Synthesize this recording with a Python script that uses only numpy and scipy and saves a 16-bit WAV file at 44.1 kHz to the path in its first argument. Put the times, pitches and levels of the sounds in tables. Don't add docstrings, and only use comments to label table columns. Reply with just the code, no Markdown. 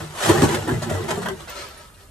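import sys
import numpy as np
from scipy import signal
from scipy.fft import rfft, irfft
from scipy.io import wavfile
from scipy.ndimage import uniform_filter1d

SR = 44100
rng = np.random.default_rng(int(sys.argv[2]) if len(sys.argv) > 2 else 0)


def transcribe(signal):
    frames = np.atleast_2d(signal).T
    limited = np.clip(frames, -1, 1)
    pcm = np.round(limited * 32767).astype(np.int16)
    wavfile.write(sys.argv[1], SR, pcm)


N = 92610
TIME = np.arange(N) / SR

# start_s, length_s, start_hz, end_hz, peak_db
POKER_GROANS = [(-.06, 0.21, 157, 152, -34.5), (0.454, 0.12, 338, 333.5, -26),
                (.738, 0.032, 121, 110, -15.5), (.9, 0.13, 88.5, 102.2, -23.5),
                (1.1, 0.27, 178.7, 181.3, -35), (1.269, 0.079, 412.4, 372, -26.5),
                (1.672, 0.1, 1332, 1315, -44), (1.79, .12, 1310, 1267, -46.5)]
# time_s, boom_db, grind_db, crunch_db
POKER_DRAG = [(0, -35.5, -35, -38.5), (.09, -48, -54, -47.5), (.14, -49, -49, -43), (.21, -41, -37, -29.5),
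              (.255, -22, -24.5, -23), (.32, -28, -24, -29.5), (.385, -18.5, -22, -29.5),
              (.46, -22.5, -25, -35.5), (.52, -27, -28, -30), (.56, -25.5, -24.5, -35.5),
              (.6, -32, -36.5, -39), (.66, -32, -35.5, -41), (.7, -18.5, -27, -43.5),
              (.75, -19.5, -33, -42), (.8, -35, -46.5, -44), (.87, -25, -33, -45), (.94, -35.5, -30, -41),
              (1.02, -32, -33, -41.5), (1.08, -34, -35, -43), (1.14, -29.5, -33.5, -39.5),
              (1.21, -33.5, -40.5, -44), (1.3, -34.5, -32.5, -45.5), (1.36, -41, -52, -50.5),
              (1.41, -44, -44.5, -44), (1.47, -50, -67, -51.5), (1.6, -65, -94, -51), (2, -68, -80, -60.5)]
BOOM, GRIND, CRUNCH = 1, 2, 3
# start_s, burst_sigma_s, thud_db, clank_db, rasp_db, crack_db, pitch_ratio
POKER_KNOCKS = [(.003, 0.0033, -36, -41, -44, -78, 0.94), (0.286, 0.017, -24, -25, -25.5, -22.5, 0.97),
                (0.292, 0.0066, -13, -11, -22, -40, 0.93), (0.417, 0.013, -12, -15.5, -54, -23, .74),
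                (0.43, 0.021, -14.5, -12.5, -29, -28.5, 0.89), (0.488, 0.0056, -42, -33, -35, -34, 1.37),
                (0.546, 0.005, -29, -32, -44, -26, 1.01), (0.677, 0.018, -37, -21.5, -26.5, -40, 0.87),
                (0.715, 0.032, -26, -24, -44, -56, 0.827), (0.82, 0.017, -26.5, -33, -36, -28.5, 1.02),
                (.896, 0.0055, -30, -33, -37, -32, 0.96), (0.911, 0.034, -32, -21.5, -44, -52, 1.05),
                (1.083, 0.019, -53, -48, -28.5, -29.5, 1), (1.106, 0.0053, -47, -28, -27.5, -27.5, 1.21),
                (1.115, 0.011, -44, -28, -35, -58, 1.064), (1.174, 0.011, -51, -22.5, -51, -70, 1.2),
                (1.218, 0.026, -53, -50, -34, -37, 1.1), (1.259, 0.0056, -39, -48, -23, -49, 1.08),
                (1.286, 0.0013, -51, -48, -26, -32, 1.15), (1.475, 0.011, -56, -56, -40, -49, 1.4)]
THUD, CLANK, RASP, CRACK = 2, 3, 4, 5
# freq_hz, level_db, t60_s
STOVE_MODES = [(79, -0.5, 0.1), (103, 0.5, 0.18), (148.2, -0.5, 0.2), (177.5, -7.5, 0.11),
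               (225.8, -3, 0.16), (272, -10.5, 0.028), (336, -0.5, 0.12), (390.3, -0.5, 0.096),
               (445.7, -11, 0.35), (611, -6, 0.069), (864, 1, 0.1), (914, 4, 0.053), (1047, 1, 0.045),
               (1134, -1.5, 0.036), (1370, -6.5, 0.049), (1295, -3.5, 0.066), (1500, -2.5, 0.086),
               (1632, -7.5, 0.12), (1983, -12, 0.18)]
# freq_hz, level_db, t60_s
SHEET_MODES = [(389.7, -3, 0.24), (564, -13, 0.17), (982.5, -2.5, 0.22), (1200, -11, 0.092),
               (1310, 4.5, 0.11), (1667, 0.5, 0.069), (2960, -12, 0.045), (4150, -3.5, 0.08)]
# freq_hz, relative_db (per Hz)
GRIT_COLOUR = [(80, -47), (200, -19), (400, -2.5), (800, 7), (1400, -4.5), (1950, 0.5), (2300, -14.5),
               (3200, -11), (6000, -24.5)]
# freq_hz, relative_db (per Hz)
CRUNCH_COLOUR = [(120, -64), (600, 8), (1500, 7), (2300, -1.5), (3000, 1.5), (3900, -1), (4700, -4.5),
                 (6500, -3.5), (8000, -2.5), (9300, -9), (11500, -9.5), (13800, -17)]
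# freq_hz, relative_db (per Hz)
BED_COLOUR = [(70, -8), (190, 4.5), (400, 3.5), (850, -2.5), (1400, -14), (2500, -25), (6000, -39)]
# freq_hz, relative_db (per Hz)
EMBER_COLOUR = [(150, -9), (350, -4), (580, 7), (800, -8.5), (1350, 3.5), (2400, -3), (4100, -4.5),
                (5500, -7.5), (8000, -11.5), (11000, -20.5), (13800, -20)]
# freq_hz, relative_db (per Hz)
DRAUGHT_COLOUR = [(20, -22), (37, 1), (60, 6), (100, 0.5), (180, -10.5), (400, -16), (1200, -33),
                  (3000, -68), (8500, -25.5), (13800, -30.5)]
# time_s, level_db
EMBER_SPILL = [(1.475, -51), (1.482, -36.5), (1.5, -33), (1.535, -41), (1.56, -34.5), (1.605, -34),
               (1.66, -39), (1.73, -46), (1.82, -45.5), (1.93, -61), (2.01, -49.5), (2.1, -64)]
# start_s, pitch_hz, peak_db, t60_s
EMBER_CLINKS = [(1.495, 13700, -35, 0.034), (1.688, 12630, -38, .03), (1.776, 9700, -37, 0.031),
                (1.946, 4000, -39, 0.0057)]
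# freq_hz, left_minus_right_db
MIC_COLOUR = [(100, -0.8), (1800, 0), (2700, 3), (3900, -0.5), (5800, 2.5), (7400, 0), (9200, -10),
              (10300, -4.5), (11500, 0)]

DRAUGHT_DB = -48.5
GROAN_WAVER = 0.0047
THUD_BELOW_HZ, CLANK_BELOW_HZ, STOVE_LOWEST_HZ = 250, 750, 70
MOVE_STEP_S, DETUNE = 0.06, 0.0433
BLOW_S, BLOW_T60_S = 0.012, 0.37
SNAP = 0.24
JUDDERS_PER_S, SLIPS_PER_S, CRACKS_PER_S, EMBERS_PER_S = 350, 900, 4200, 2600
SLIP_SPREAD_DB, CRACK_SPREAD_DB, EMBER_SPREAD_DB = 3, 3.5, 2.5
BOOM_DB, CLANK_DB, SCRAPE_DB, GRIT_DB, RASP_DB = -1.5, -0.5, -13.5, -2.5, -3.5
CRUNCH_DB, BED_DB, SHEET_DB = 3.5, -6, -5.5
CLUMP_DB, CLUMP_SAMPLES = 0.5, 1100
ZING_DB, ZING_HZ, ZING_WIDTH_HZ = -17.5, 7730, 1600
EARLY_T60_S, EARLY_DB, ROOM_T60_S, ROOM_DB = 0.057, 0.5, 0.22, -6.5
SCATTER_HZ, SCATTER_LOWEST_HZ, SCATTER_STEP_S = 360, 118, 0.025
TREBLE_DB, WET_DB = -4.5, -4.5
RIGHT_LAG_S, MOST_LAG_RAD = 6e-5, 0.84
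CLIP_TOP, LOWEST_HZ, CUTOFF_HZ = 1, 33, 13850


def from_db(db):
    return 10 ** (np.asarray(db) / 20)


def unit(x):
    return x / np.sqrt(np.sum(x ** 2, axis=-1, keepdims=True) + 1e-20)


def level(rows, column=1):
    rows = np.array(rows)
    return from_db(np.interp(TIME, rows[:, 0], rows[:, column]))


def gains(points):
    hz, db = np.transpose(points)
    bins_hz = np.linspace(1, SR / 2, N + 1)
    return from_db(np.interp(np.log(bins_hz), np.log(hz), db))


def shape(x, gain):
    return irfft(rfft(x, 2 * N) * gain)[..., :N]


def colour(x, points):
    gain = gains(points)
    return shape(x, gain / np.sqrt(np.mean(gain ** 2)))


def butter(order, hz, kind, x):
    return signal.sosfilt(signal.butter(order, hz, kind, fs=SR, output="sos"), x)


def draught():
    apart = butter(1, 400, "high", rng.standard_normal(N))
    sides = np.outer([1, -1], apart) * 0.84
    return from_db(DRAUGHT_DB) * colour(rng.standard_normal(N) + sides, DRAUGHT_COLOUR)


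def groans():
    out = np.zeros(N)
    for start_s, length_s, start_hz, end_hz, peak_db in POKER_GROANS:
        through = np.clip((TIME - start_s) / length_s, 0, 1)
        waver = uniform_filter1d(rng.standard_normal(N), size=400)
        glide_hz = start_hz + (end_hz - start_hz) * through
        hz = glide_hz * (1 + GROAN_WAVER * waver / waver.std())
        swell = np.sqrt(np.abs(np.sin(np.pi * through)))
        phase = 2 * np.pi * np.cumsum(hz * (through > 0)) / SR
        out += from_db(peak_db) * swell * np.sin(phase)
    return out


def contacts(per_s, spread_db):
    excess = np.minimum(rng.exponential(1, N), 5)
    sizes = from_db(spread_db * excess) * rng.choice([-1, 1], N)
    clicks = sizes * (rng.random(N) < per_s / SR)
    power = uniform_filter1d(clicks ** 2, size=1100)
    return clicks / np.sqrt(np.maximum(power, 1e-3))


def alternating(modes):
    return (-1) ** np.arange(len(modes))[:, None]


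def ring(force, modes, detune):
    t, step = TIME[:SR // 4], int(MOVE_STEP_S * SR)
    hz, db, t60_s = np.transpose(modes)[..., None]
    decay = from_db(db - 60 * t / t60_s) * alternating(modes)
    out = np.zeros(2 * N)
    for i in range(0, N, step):
        shifted_hz = hz * (1 + detune * rng.uniform(-0.69, 1, hz.shape))
        phase = (2 * np.pi * shifted_hz * t).astype(np.float32)
        response = np.sum(decay * np.sin(phase), axis=0)
        piece = signal.fftconvolve(force[i:i + step], unit(response))
        out[i:i + len(piece)] += piece
    return out[:N]


def knock_force(column, chatter):
    force = np.zeros(N)
    for row in POKER_KNOCKS:
        start = max(int(row[0] * SR), 0)
        fade = np.exp(-(TIME[:N - start] / row[1]) ** 2 / 2)
        burst = unit(chatter[start:] * fade)
        burst[0] += SNAP
        force[start:] += from_db(row[column]) * np.sqrt(BLOW_S * SR) * unit(burst)
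    return force


def blow(modes, column):
    out, t = np.zeros(N + SR), TIME[:SR // 5]
    hz, db, t60_s = np.transpose(modes)[..., None]
    decay = from_db(db - 60 * (1 / t60_s + 1 / BLOW_T60_S) * t) * alternating(modes)
    for row in POKER_KNOCKS:
        start = max(int(row[0] * SR), 0)
        pitch_ratio = row[-1]
        rung = unit(np.sum(decay * np.sin(2 * np.pi * hz * pitch_ratio * t), axis=0))
        out[start:start + len(t)] += from_db(row[column]) * np.sqrt(BLOW_S * SR) * rung
    return out[:N]


def poker():
    low = [m for m in STOVE_MODES if m[0] < THUD_BELOW_HZ]
    middle = [m for m in STOVE_MODES if THUD_BELOW_HZ <= m[0] < CLANK_BELOW_HZ]
    high = [m for m in STOVE_MODES if m[0] >= CLANK_BELOW_HZ]
    slips = contacts(SLIPS_PER_S, SLIP_SPREAD_DB)
    grind = slips * level(POKER_DRAG, GRIND)
    judder = contacts(JUDDERS_PER_S, 1.4) * level(POKER_DRAG, BOOM)
    boom = ring(from_db(BOOM_DB) * judder, low, DETUNE)
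    blows = blow(low, THUD) + blow(middle, CLANK)
    rasp = from_db(RASP_DB) * knock_force(RASP, slips)
    clank = ring(from_db(CLANK_DB) * grind, middle, 1.16 * DETUNE)
    scrape = ring(from_db(SCRAPE_DB) * grind + rasp, high, DETUNE)
    stove = butter(3, STOVE_LOWEST_HZ, "high", boom + blows + clank + scrape)
    grit = colour(from_db(GRIT_DB) * grind + rasp, GRIT_COLOUR)
    return stove + grit


def coals():
    cracks = contacts(CRACKS_PER_S, CRACK_SPREAD_DB)
    clumps = uniform_filter1d(rng.standard_normal(N), size=CLUMP_SAMPLES)
    clump_gain = from_db(CRUNCH_DB + CLUMP_DB * clumps / clumps.std())
    crunch = clump_gain * cracks * level(POKER_DRAG, CRUNCH)
    heavy = knock_force(CLANK, contacts(CRACKS_PER_S, 1.2))
    band_hz = [ZING_HZ - ZING_WIDTH_HZ / 2, ZING_HZ + ZING_WIDTH_HZ / 2]
    band_gain = np.sqrt(SR / np.pi / ZING_WIDTH_HZ)
    zing = from_db(ZING_DB) * band_gain * butter(1, band_hz, "band", heavy)
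    brittle = colour(crunch + knock_force(CRACK, cracks), CRUNCH_COLOUR)
    bed = from_db(BED_DB) * colour(heavy, BED_COLOUR)
    return brittle + bed + zing


def spill():
    shower = contacts(EMBERS_PER_S, EMBER_SPREAD_DB) * level(EMBER_SPILL)
    patter = colour(shower, EMBER_COLOUR)
    out = patter + from_db(SHEET_DB) * ring(shower, SHEET_MODES, DETUNE)
    for start_s, hz, peak_db, t60_s in EMBER_CLINKS:
        age_s = np.maximum(TIME - start_s, 0)
        decay = from_db(peak_db - 60 * np.minimum(age_s / t60_s, 3))
        out = out + decay * np.sin(2 * np.pi * hz * age_s)
    return out


def room(x):
    t, step = TIME[:SR // 3], int(SCATTER_STEP_S * SR)
    decay = 0
    for db, t60_s in ((EARLY_DB, EARLY_T60_S), (ROOM_DB, ROOM_T60_S)):
        decay = decay + from_db(db) * unit(from_db(-60 * t / t60_s) * (t > 0.001))
    bass = butter(1, SCATTER_HZ, "low", x)
    treble = x - bass
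    scattered = butter(2, SCATTER_LOWEST_HZ, "high", treble)
    padded, wet = np.pad(scattered, (step, 2 * step)), np.zeros((2, 2 * N))
    fade = np.sin(np.pi * np.arange(2 * step) / (2 * step))
    for i in range(0, N + step, step):
        echoes = decay * rng.standard_normal((2, len(t)))
        piece = signal.fftconvolve((fade * padded[i:i + 2 * step])[None], echoes, axes=1)
        wet[:, i:i + piece.shape[1]] += piece
    direct = bass + from_db(TREBLE_DB) * treble
    bins_hz = np.linspace(0, SR / 2, N + 1)
    lag_rad = np.minimum(2 * np.pi * bins_hz * RIGHT_LAG_S, MOST_LAG_RAD)
    both = np.array([direct, shape(direct, np.exp(-1j * lag_rad))])
    return both + from_db(WET_DB) * wet[:, step:step + N]


def scene():
    return room(poker() + groans() + coals() + spill()) + draught()


def record(dry):
    tilt = np.sqrt(gains(MIC_COLOUR))
    coloured = shape(dry, np.array([tilt, 1 / tilt]))
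    rounded = CLIP_TOP * np.tanh(coloured / CLIP_TOP)
    x = butter(3, LOWEST_HZ, "high", rounded)
    return signal.sosfilt(signal.ellip(10, 0.3, 70, CUTOFF_HZ, fs=SR, output="sos"), x)


dry = scene()
out = record(dry)
transcribe(out)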